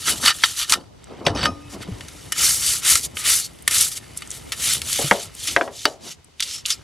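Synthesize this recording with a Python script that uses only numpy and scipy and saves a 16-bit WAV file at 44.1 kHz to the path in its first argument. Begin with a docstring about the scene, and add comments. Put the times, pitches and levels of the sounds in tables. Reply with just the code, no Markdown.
"""Quick scratches of a hand wire brush and slaps on rusty steel: the brush scrubs a car's brake shield outdoors.
Many small stick-slip events of the wires, random clicks, hiss through the tufts and excite the hand-held sheet.
The sheet is noise through resonances, freely ringing or damped; the scraper's clinks are sums of decaying modes.
Knocks are a contact pulse with modes and clatter; squeaks are jittered tones and bumps are decaying sines.
The arm's rumble and rustle are shaped noise, over a faint outdoor hiss."""
import sys
import numpy as np
from scipy import signal
from scipy.fft import rfft, irfft
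from scipy.io import wavfile

SR = 44100
rng = np.random.default_rng(int(sys.argv[2]) if len(sys.argv) > 2 else 0)


def generate_wav(signal):
    """Clip the signal to [-1, 1] and save it as 16-bit WAV at the path in sys.argv[1]."""
    frames = np.transpose(np.atleast_2d(signal))
    scaled = np.clip(frames, -1, 1) * 32767
    pcm = np.round(scaled).astype(np.int16)
    wavfile.write(sys.argv[1], SR, pcm)


N = 301203
TIME = np.arange(N) / SR  # [s]
GRID_HZ = np.maximum(np.fft.rfftfreq(8192, 1 / SR), 1)  # frequencies at which filters are designed

# Levels are relative drives of a source unless stated; colours are spectral shapes.

# Strokes of the brush; as it rolls from nose to heel, bite and sheet drive fall by the roll (rise if negative):
# (time of full speed [s], run-up [s], run-out [s], wire scratch [dB], sheet drive [dB], roll [dB per stroke])
STROKES = [(0.099, 0.09, 0.066, -19.5, -31.5, 2), (0.273, 0.098, 0.065, -18.5, -22, -30),
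           (0.38, 0.073, 0.28, -40.5, -65, -1), (0.469, 0.099, 0.12, -28, -44, 24),
           (0.6, 0.074, 0.079, -22, -39, -11), (0.724, 0.085, 0.046, -27.5, -42, -3),
           (1.13, 0.26, 0.36, -62.5, -56, -4), (1.41, 0.087, 0.08, -44, -34.5, 7),
           (1.742, 0.074, 0.031, -38.5, -49, -11), (1.829, 0.051, 0.023, -41, -42.5, -5),
           (2.448, 0.14, 0.25, -15, -31.5, 20), (2.69, 0.18, 0.17, -18.5, -36.5, -1),
           (2.898, 0.11, 0.17, -15, -28.5, 13), (3.049, 0.057, 0.038, -25.5, -53.5, -2),
           (3.2, 0.074, 0.06, -29.5, -39.5, -26), (3.31, 0.11, 0.18, -16, -30.5, 23),
           (3.449, 0.14, 0.046, -32, -54, 14), (3.786, 0.14, 0.18, -17.5, -33.5, 14),
           (3.92, 0.014, 0.061, -30, -48, 18), (3.971, 0.033, 0.029, -29, -45.5, -10),
           (4.175, 0.022, 0.031, -37, -63, 3), (4.36, 0.1, 0.083, -39, -53.5, 24),
           (4.71, 0.2, 0.12, -19.5, -35, 2), (4.961, 0.21, 0.37, -24.5, -39.5, -8),
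           (5.222, 0.12, 0.088, -33.5, -54, -7), (5.486, 0.2, 0.14, -29, -49, -8),
           (5.62, 0.24, 0.12, -40.5, -54, 31), (5.81, 0.14, 0.21, -33.5, -58, 2),
           (6.111, 0.15, 0.058, -33.5, -52.5, 6), (6.535, 0.2, 0.12, -28.5, -51, 4),
           (6.706, 0.083, 0.063, -26.5, -41.5, -3)]
# Tufts slap or catch on the sheet: (time [s], scratch level [dB], sheet level [dB], decay time [s])
SLAPS = [(0.082, -26, -20, 0.0084), (0.26, -25, -15, 0.0043), (0.279, -28, -15, 0.0032),
         (0.287, -30, -29, 0.0056), (0.436, -22, -12, 0.0096), (0.695, -15, -35, 0.017),
         (0.722, -1, -6, 0.0017), (0.729, -20, -19.5, 0.011), (0.737, -5, -8.5, 0.0018),
         (1.264, -35, -22, 0.015), (1.43, -31, -25, 0.02), (1.452, -23.5, -22, 0.0063),
         (2.007, -34.5, -33.5, 0.0055), (2.083, -32.5, -41, 0.006), (2.321, -15.5, -22.5, 0.0063),
         (2.954, -9.5, -22.5, 0.0069), (3.169, -33.5, -22, 0.0039), (3.677, -8, -12.5, 0.0042),
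         (3.709, -20, -27.5, 0.027), (3.809, -13, -29, 0.011), (4.22, -34, -33, 0.006),
         (4.52, -21.5, -24.5, 0.011), (4.817, -19.5, -28, 0.0034), (4.927, -15.5, -38, 0.0085),
         (5.472, -19, -35.5, 0.029), (5.854, -1.5, -1, 0.001), (6.403, -12, -28, 0.0051),
         (6.424, -15.5, -35, 0.011), (6.659, -16, -40, 0.0067), (6.695, -22, -42, 0.0068),
         (6.702, -12.5, -37, 0.016)]
# Resonances of the loose sheet: (frequency [Hz], width [Hz], level [dB])
LOOSE_RESONANCES = [(1010, 120, 1), (1233, 55, 15), (1347, 39, 18.5), (1510, 530, 13), (1812, 37, 21),
                    (2030, 280, 10), (2955, 29, 16.5), (3926, 30, 14.5), (3700, 47, 12.5), (4550, 60, 19.5),
                    (5070, 55, 19), (5860, 130, 19.5), (8100, 250, 23.5)]
# Broad colour of the loose sheet: (frequency [Hz], density [dB per Hz])
LOOSE_COLOUR = [(500, -23), (800, -8.5), (1200, -4.5), (2200, -10.5), (3200, 3.5), (5000, -7), (8000, -21),
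                (16000, -37)]
# The few damped resonances that the pressed sheet keeps: (frequency [Hz], width [Hz], level [dB])
PRESSED_RESONANCES = [(1230, 29, -2), (2110, 220, 1.5), (4800, 90, 4)]
# Broad colour of the pressed sheet: (frequency [Hz], density [dB per Hz])
PRESSED_COLOUR = [(500, -7), (950, -13), (1250, -7), (2100, 5.5), (3100, 4), (4500, -8), (9000, -39.5)]
# Broad colour of the wire tips: (frequency [Hz], density [dB per Hz])
WIRE_COLOUR = [(600, -51), (2200, -5.5), (3000, -0.5), (4400, 0.5), (7000, 2.5), (11000, 2), (14000, -12.5),
               (16000, -28.5)]
# The sheet rings while its loose edge is brushed, and is dead when held still or pressed home:
# (time [s], share of free ringing [0-1])
FREEDOM = [(.12, 0.9), (.27, 0.8), (.8, 1), (.87, 0.7), (1.22, 0.2), (1.26, 0.97), (1.5, 0.82), (1.6, 0.27)]
# The slant of the wires sets their colour, and the arm shades the top:
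# (time [s], treble above 7.2 kHz [dB], bite below 4.1 kHz [dB])
SLANT = [(.1, -0.5, 0), (.6, -2, 3.5), (1.25, -4.5, -7), (2.05, -3.5, -6.5), (2.95, -0.1, -4),
         (3.8, 1.5, -2), (4.75, 0.5, 2), (5.5, -3, 1.5), (5.9, -9, -2.5), (6.75, -7, .5)]
# Between strokes the tufts drag lightly and the arms stir: (time [s], drag level [dB], rumble level [dB])
STIRRING = [(0, -34.5, -44), (.66, -40.5, -54), (.9, -71, -52), (1.65, -56, -45.5), (1.95, -50, -41),
            (2.2, -45, -46.5), (3.1, -55, -46.5), (3.62, -55.5, -49), (4.4, -50, -47.5),
            (4.75, -44.5, -42.5), (5.3, -53, -50.5), (6.27, -69, -59), (6.82, -56.5, -50.5)]
# Wires catch on an edge and flick free: (time [s], level [dB], centre frequency [Hz], decay time [s])
FLICKS = [(1.042, -36, 7360, 0.002), (3.623, -35, 9500, 0.0035), (4.174, -21.5, 8700, 0.0041),
          (4.274, -34, 7350, 0.0032), (4.305, -20.5, 7160, 0.0022), (4.314, -20, 7150, 0.0026),
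          (5.351, -27, 8850, 0.0015), (6.245, -42, 8440, 0.0027), (6.397, -14.5, 3130, 0.0014),
          (6.405, -20.5, 3400, 0.004), (6.425, -11, 3350, 0.002), (6.654, -10.5, 3130, 0.0017)]
# Knocks: (time [s], crack level [dB], contact pitch [Hz], ring and clatter level [dB], tuning of modes [ratio])
KNOCKS = [(1.266, -1, 3240, -12, 1.07), (1.430, -10, 3020, -23.5, 1), (1.457, -9, 1520, -24, .95),
          (4.990, -23, 463, -16, 0.85), (5.1118, 7.5, 1900, -10.5, 0.88), (5.117, -1.5, 973, -27.5, .91),
          (5.5637, 5.5, 1850, -11.5, 1), (5.611, -6, 1480, -16.5, 1.03), (5.677, -22.5, 930, -25.5, 1.02),
          (5.854, -4.5, 2480, -15.5, .92)]
# Modes of the knocked parts: (frequency [Hz], level [dB], t60 [s])
BODY_MODES = [(243, -24, 0.2), (532.6, -5.5, 0.099), (639, -10.5, 0.18), (696, -14.5, 0.19),
              (790, -15, 0.077), (954, -5, 0.07), (1646, -11.5, 0.089), (1859, -13.5, 0.085),
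              (2270, -11, 0.051)]
# Dense clatter of the knocked parts, shorter above 1 kHz: (band centre [Hz], level [dB], t60 [s])
CLATTER = [(312, -15, 0.17), (575, -10.5, 0.27), (1220, -1, 0.03), (2400, 1, 0.026), (4800, -9, 0.047)]
# The scraper blade is struck: (time [s], level [dB], corner frequency of the contact [Hz])
CLINKS = [(1.252, -29, 9000), (1.35, -28.5, 9100), (1.455, -18.5, 1910)]
# Modes of the blade and the steel it touches: (frequency [Hz], level [dB], t60 [s])
BLADE_MODES = [(290.5, -24, 2.9), (1223, -6, 0.13), (1230, -16.5, 0.69), (2513, -6.5, 0.18),
               (3914, -22, 0.45), (4829, -15, 0.13), (5240, -4.5, 0.16), (5572, -20, 0.54),
               (5700, -14, 0.13), (6400, -8, 0.17), (9370, -15, 0.21), (10810, -17, 0.3)]
# The blade or a tuft sticks and slips on one note:
# (time of the height [s], half length [s], level [dB], pitch [Hz], spread of the pitch [share])
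SQUEAKS = [(1.478, .034, -24.5, 1241, .002), (1.653, .06, -53, 2580, 0.0043),
           (3.438, 0.038, -30, 4420, 0.057), (6.555, 0.062, -35, 5400, 0.046),
           (6.728, 0.012, -21.5, 5150, .05)]
# The hand and the handle bump softly: (time [s], level [dB], pitch [Hz])
THUMPS = [(0.235, -27.5, 235), (1.266, -15.5, 159), (1.301, -15.5, 99), (1.353, -18.5, 280),
          (1.432, -19, 138), (1.489, -22, 246), (1.517, -23, 92), (1.885, -19.5, 185), (1.918, -19, 104),
          (5.042, -15.5, 143), (5.114, -15.5, 199), (5.484, -35, 294), (5.855, -25, 300)]
# Arms and clothes shift: (time of the height [s], rise [s], fall [s], rumble level [dB], rustle level [dB])
SHIFTS = [(0.1, 0.034, 0.079, -45.5, -36.5), (0.26, 0.083, 0.027, -53, -41),
          (0.759, 0.089, 0.097, -50, -42), (1.13, 0.067, 0.053, -59, -40.5),
          (1.227, 0.03, 0.021, -47, -34.5), (1.38, 0.22, 0.2, -36, -32.5), (1.75, 0.033, 0.039, -46, -38.5),
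          (5.53, 0.052, 0.056, -42, -45.5), (6.07, 0.087, 0.048, -68, -48)]
# Broad colour of the arm's rumble: (frequency [Hz], density [dB per Hz])
RUMBLE_COLOUR = [(20, -35.5), (40, -5.5), (65, 4.5), (110, 2.5), (170, -2), (250, -24.5), (2000, -74.5)]
# Broad colour of the clothes' rustle: (frequency [Hz], density [dB per Hz])
RUSTLE_COLOUR = [(80, -20.5), (200, 6), (300, 5.5), (650, -1), (1000, -2.5), (2500, -33), (10000, -69)]
# Weight of the side signal between two microphone ports: (frequency [Hz], gain [dB])
SIDE_GAIN = [(60, -33), (150, -19), (400, -16), (1200, -18.5), (4400, -33), (8100, -10), (15000, -2)]
# Imbalance of the two ports: (frequency [Hz], left over right [dB])
LEAN = [(150, 1.1), (600, 0.5), (4400, -0.5), (8100, 1), (15000, 3.5)]

SCRATCH_POWER, DRIVE_POWER = 3.03, 2.7  # scratch and drive grow as these powers of the hand's speed
DRAG_DRIVE_DB, DRAG_DRIVE_TOP_DB = -2, -54  # dragging drives the sheet too, up to a limit
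TUFT_TWANG_DB, SHEET_TICK_DB = -9.5, -7  # single wires in the hiss and on the loose sheet
ARM_RUMBLE_DB, SLEEVE_DB = -28, -6  # rumble of the arm against its scratch; rustle against rumble
CUTOFF_HZ = 15800


def brush():
    """Stick-slip friction: wire slips hiss and shake the sheet, unlike in mid and side as they spread in space."""
    judder = from_db(1.1 * flutter(rate=260))  # whole tufts stick and slip together
    # strokes and slaps add in power
    tip_force, bite_force, sheet_force = np.hypot(scrubbing() * judder, slaps()[[0, 0, 1]])
    free = np.clip(in_time(FREEDOM)[0], 0, 1)
    colour_flutter_db = 1.4 * np.array([flutter(rate=80), flutter(rate=80)])
    treble, bite = from_db(in_time(SLANT) + colour_flutter_db)
    bite = bite * bite_force / tip_force

    wire_band, sheet_band = (4000, 12000), (900, 2500)  # [Hz]
    crowd = ripple(depth_db=1.3, spacing_hz=30)
    wires = unit_in(response(WIRE_COLOUR) * crowd, wire_band)
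    loose = unit_in(response(LOOSE_COLOUR, LOOSE_RESONANCES), sheet_band)
    pressed = unit_in(response(PRESSED_COLOUR, PRESSED_RESONANCES) * crowd, sheet_band)

    pair = []
    for _ in range(2):
        grit = from_db(-15) * snaps(per_s=450, spread_db=5.0)  # flakes of rust break off
        twang = from_db(TUFT_TWANG_DB) * twangs(per_s=1100, hz=5600, octaves=2.0, decay=.006)
        slips = from_db(-1.2) * snaps(per_s=24000, spread_db=4.5)
        hiss = filtered(tip_force * (slips + grit + twang), wires)
        low, dull = below(hiss, hz=4100), below(hiss, hz=7200)
        scratch = low * bite + (dull - low) + (hiss - dull) * treble

        ticks = from_db(SHEET_TICK_DB) * twangs(per_s=400, hz=2800, octaves=2.4, decay=.002)
        loose_hits = snaps(per_s=1200, spread_db=3.5) + ticks
        ring = filtered(np.sqrt(free) * sheet_force * loose_hits, loose)
        pressed_hits = snaps(per_s=12000, spread_db=2.0) + grit
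        rasp = filtered(np.sqrt(1 - free) * sheet_force * pressed_hits, pressed)
        # the wire tips make the loose edge sing
        sing = from_db(-16.0) * free * tip_force * band_noise(3080, 1.2, N)
        pair.append(scratch + ring + rasp + sing)
    return np.array(pair)


def scrubbing():
    """Friction forces of strokes and drag, summed in power: on the wire tips, on their bite, on the sheet."""
    drag_db = in_time(STIRRING)[0]
    drag_drive_db = np.minimum(drag_db + DRAG_DRIVE_DB, DRAG_DRIVE_TOP_DB)
    power = from_db([drag_db, drag_db, drag_drive_db]) ** 2
    for s, rise, fall, scratch_db, sheet_db, roll_db in STROKES:
        speed, travel = swing(rise, fall)
        roll = from_db(-roll_db * travel)
        scratch = from_db(scratch_db) * speed ** SCRATCH_POWER
        drive = from_db(sheet_db) * speed ** DRIVE_POWER * roll
        for track, force in zip(power, (scratch, scratch * roll, drive)):
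            add(track, s - rise, force ** 2)
    return np.sqrt(power)


def swing(rise, fall):
    """Cosine motion of a hand: its speed (0-1), and its time past the peak as a share of the move."""
    t = np.arange(-rise, fall, 1 / SR)
    speed = np.abs(np.cos(np.pi / 2 * t / np.where(t < 0, rise, fall)))
    return speed, t / (rise + fall)


def slaps():
    """Impact of a bundle of wires: a brief surge of force on the tips and on the sheet."""
    surge, t = np.zeros((2, N)), TIME[:SR // 8]
    for s, scratch_db, sheet_db, decay in SLAPS:
        # the wires land one after another
        shape = (1 - np.exp(-t / 0.0004)) * np.exp(-t / decay)
        add(surge[0], s, from_db(scratch_db) * shape)
        add(surge[1], s, from_db(sheet_db) * shape)
    return surge


def snaps(per_s, spread_db):
    """Impulsive excitation: sparse random clicks of uneven size and either sign, unit power."""
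    sizes = from_db(spread_db * np.minimum(rng.exponential(1, N), 4)) * rng.choice([-1, 1], N)
    return rms_one(sizes * (rng.random(N) < per_s / SR))


def twangs(per_s, hz, octaves, decay):
    """Free vibration of single wires that spring loose, each at a pitch of its own; unit power."""
    out, t = np.zeros(N), TIME[:SR // 40]
    for when, pitch, size in rng.random((int(per_s * N / SR), 3)):
        wire_hz = hz * 2 ** (octaves * (pitch - .5))
        add(out, when * TIME[-1], (.2 + size ** 2) * np.sin(2 * np.pi * wire_hz * t) * np.exp(-t / decay))
    return rms_one(out)


def ripple(depth_db, spacing_hz):
    """Modal overlap: the crowded high modes of wires and steel leave fine peaks and dips in the colour."""
    knots = rng.standard_normal(len(GRID_HZ))
    return from_db(depth_db * np.interp(GRID_HZ / spacing_hz, np.arange(len(knots)), knots))


def flicks():
    """Release of stored bending: a lone wire springs off an edge with a thin tick of decaying band noise."""
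    out, t = np.zeros(N), TIME[:SR // 16]
    for s, db, hz, decay in FLICKS:
        add(out, s, from_db(db) * band_noise(hz, 1.2, len(t)) * np.exp(-t / decay))
    return out


def knocks(crack_cycles=1.17):
    """Impact: a short contact crack, then modes and clatter, which a soft contact excites less when high."""
    out, t = np.zeros(N), TIME[:SR // 2]
    for s, db, hz, ring_db, tuning in KNOCKS:
        age = 2 * hz * t / crack_cycles
        crack = age * np.exp(1 - age) * np.sin(2 * np.pi * hz * t)
        ring = np.zeros(len(t))
        for k, (f, level, t60) in enumerate(BODY_MODES):
            gain = contact_gain(f, hz) * from_db(level) * (-1) ** k
            ring += gain * np.sin(2 * np.pi * tuning * f * t) * dying(t, t60)
        for f, level, t60 in CLATTER:
            gain = contact_gain(f, hz) * from_db(level)
            ring += gain * band_noise(f, np.sqrt(2), len(t)) * dying(t, t60)
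        build_up = 1 - np.exp(-t / 0.001)
        add(out, s, from_db(db) * crack + from_db(ring_db) * ring * build_up)
    return out


def contact_gain(f, contact_hz):
    """Finite contact time: excitation falls away well above the pitch of the contact."""
    return 1 / np.hypot(1, (f / (1.42 * contact_hz)) ** 2)


def scraper():
    """Modal ringing: the steel blade on the brush's nose rings clearly when it touches the sheet."""
    out, t = np.zeros(N), TIME[:SR * 3 // 4]
    for s, db, hard_hz in CLINKS:
        for f, level, t60 in BLADE_MODES:
            gain = from_db(db + level) / np.hypot(1, f / hard_hz)
            add(out, s, gain * np.sin(2 * np.pi * f * t) * dying(t, t60))
    return out


def squeaks():
    """Periodic stick-slip: a note swells and stops with the rubbing while its pitch jitters."""
    out = np.zeros(N)
    for s, half, db, hz, spread in SQUEAKS:
        force = swing(half, half)[0]
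        pitch = hz * (1 + spread * flutter(rate=1500)[:len(force)])
        phase = 2 * np.pi * np.cumsum(pitch) / SR
        add(out, s - half, from_db(db) * force * np.sin(phase))
    return out


def reflections(x, t60):
    """Early reverberation: dense short echoes from the wheel arch and the ground, of unit energy."""
    t = TIME[:SR // 4]
    echoes = rng.standard_normal(len(t)) * dying(t, t60) * (1 - np.exp(-t / 0.00036))
    return signal.fftconvolve(x, echoes / np.linalg.norm(echoes))[:N]


def thumps(t60=0.1, overtone_db=-6):
    """Damped oscillation: a soft bump swings for a few cycles, and its overtone dies sooner."""
    out, t = np.zeros(N), TIME[:SR // 4]
    for s, db, hz in THUMPS:
        swings = np.sin(2 * np.pi * hz * t) * dying(t, t60)
        overtone = np.sin(2 * np.pi * 2.3 * hz * t) * dying(t, t60 / 2)
        onset = 1 - np.exp(-t / 0.0018)
        add(out, s, from_db(db) * (swings + from_db(overtone_db) * overtone) * onset)
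    return out


def handling(ceiling_db):
    """Motion noise: arms and clothes rumble and rustle; levels are capped before a lumpy flutter is applied."""
    stirring = from_db(in_time(STIRRING)[1])
    arm = np.hypot(stirring, from_db(ARM_RUMBLE_DB) * scrubbing()[0])
    power = np.array([arm, from_db(SLEEVE_DB) * arm]) ** 2
    for s, rise, fall, *levels_db in SHIFTS:
        for track, db in zip(power, levels_db):
            add(track, s - rise, (from_db(db) * swing(rise, fall)[0]) ** 2)
    capped = np.minimum(np.sqrt(power), from_db(ceiling_db))
    rumble, rustle = capped * from_db(2.0 * flutter(rate=42))
    rumble_band, rustle_band = (50, 250), (250, 800)  # [Hz]
    low = filtered(rumble * rng.standard_normal(N), unit_in(response(RUMBLE_COLOUR), rumble_band))
    grains = snaps(per_s=1500, spread_db=-0.5)
    cloth = filtered(rustle * grains, unit_in(response(RUSTLE_COLOUR), rustle_band))
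    return low + cloth


def air():
    """Incoherent background: faint outdoor hiss, independent at the two ports."""
    return from_db(-59.5) * np.array([band_noise(2200, 3.1, N) for _ in range(2)])


def from_db(db):
    """Logarithmic level: decibels to amplitude gain."""
    return 10 ** (np.asarray(db) / 20)


def rms_one(x):
    """Normalisation to unit mean power."""
    return x / np.sqrt(np.mean(x ** 2) + 1e-20)


def in_time(rows):
    """Linear interpolation of each column of a curve at every sample."""
    s, *columns = np.transpose(rows)
    return [np.interp(TIME, s, c) for c in columns]


def flutter(rate):
    """Slow random modulation: straight lines between random values, rate values a second, unit power."""
    knots = rng.standard_normal(N // 20)
    return rms_one(np.interp(TIME * rate, np.arange(len(knots)), knots))


def dying(t, t60):
    """Exponential free decay by 60 dB in t60 seconds."""
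    return np.exp(-np.log(1000) * t / t60)


def add(track, s, sound):
    """Superposition: mix a sound into a track at a time in seconds."""
    start = max(round(s * SR), 0)
    track[start:start + len(sound)] += sound[:N - start]


def band_noise(hz, spread, size):
    """Band-limited noise from hz / spread to hz * spread, unit power."""
    spread = max(spread, 1.01)
    edges = [min(hz / spread, .4 * SR), min(hz * spread, .45 * SR)]
    band = signal.butter(2, edges, "band", fs=SR, output="sos")
    return rms_one(signal.sosfilt(band, rng.standard_normal(size)))


def response(points, resonances=()):
    """Frequency response: a broad colour with resonances standing out of it in power."""
    hz, db = np.transpose(points)
    colour = from_db(np.interp(np.log(GRID_HZ), np.log(hz), db))
    peaks = 0
    for f, width, level in resonances:
        peaks = peaks + from_db(level) ** 2 / (1 + (2 * (GRID_HZ - f) / width) ** 2)
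    return colour * np.sqrt(1 + peaks)


def unit_in(gain, band):
    """Noise-gain normalisation: white noise of unit power leaves with unit power inside the band."""
    inside = (GRID_HZ > band[0]) * (GRID_HZ < band[1])
    return gain / np.sqrt(np.mean(gain ** 2 * inside))


def filtered(x, gain):
    """Causal minimum-phase filtering, by folding the cepstrum of the gain."""
    cepstrum = irfft(np.log(gain + 1e-9))
    half = len(cepstrum) // 2
    cepstrum[1:half] *= 2
    cepstrum[half + 1:] = 0
    impulse = irfft(np.exp(rfft(cepstrum)))[:half]
    return signal.fftconvolve(x, impulse)[:len(x)]


def below(x, hz):
    """Zero-phase low-pass: the part of a sound under a frequency."""
    return signal.sosfiltfilt(signal.butter(4, min(hz, .4 * SR), fs=SR, output="sos"), x)


def scene():
    """Mid-side stereo: sources close ahead, with scrubbing and faint rustle spread, blows widened by echoes."""
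    mid, spread = brush()
    blows = knocks() + scraper() + squeaks()
    echoes = reflections(blows, t60=0.059)
    mid = mid + flicks() + thumps() + blows + from_db(-8.0) * echoes + handling(ceiling_db=0)
    spread = spread + flicks() + from_db(3.5) * echoes + from_db(19.5) * handling(ceiling_db=-52.5)
    side = filtered(spread, response(SIDE_GAIN))  # the ports differ most in the treble
    lean = np.sqrt(response(LEAN))
    left = filtered(mid + side, lean)
    right = filtered(mid - side, 1 / lean)
    return np.array([left, right]) + air()


def record(dry):
    """Saturation and band limit: the loudest peaks are rounded off and the top is cut."""
    rounded = dry / (1 + np.abs(dry / 1.05) ** 6) ** (1 / 6)
    return signal.sosfilt(signal.ellip(10, .1, 80, CUTOFF_HZ, fs=SR, output="sos"), rounded)


dry = scene()
out = record(dry)
generate_wav(out)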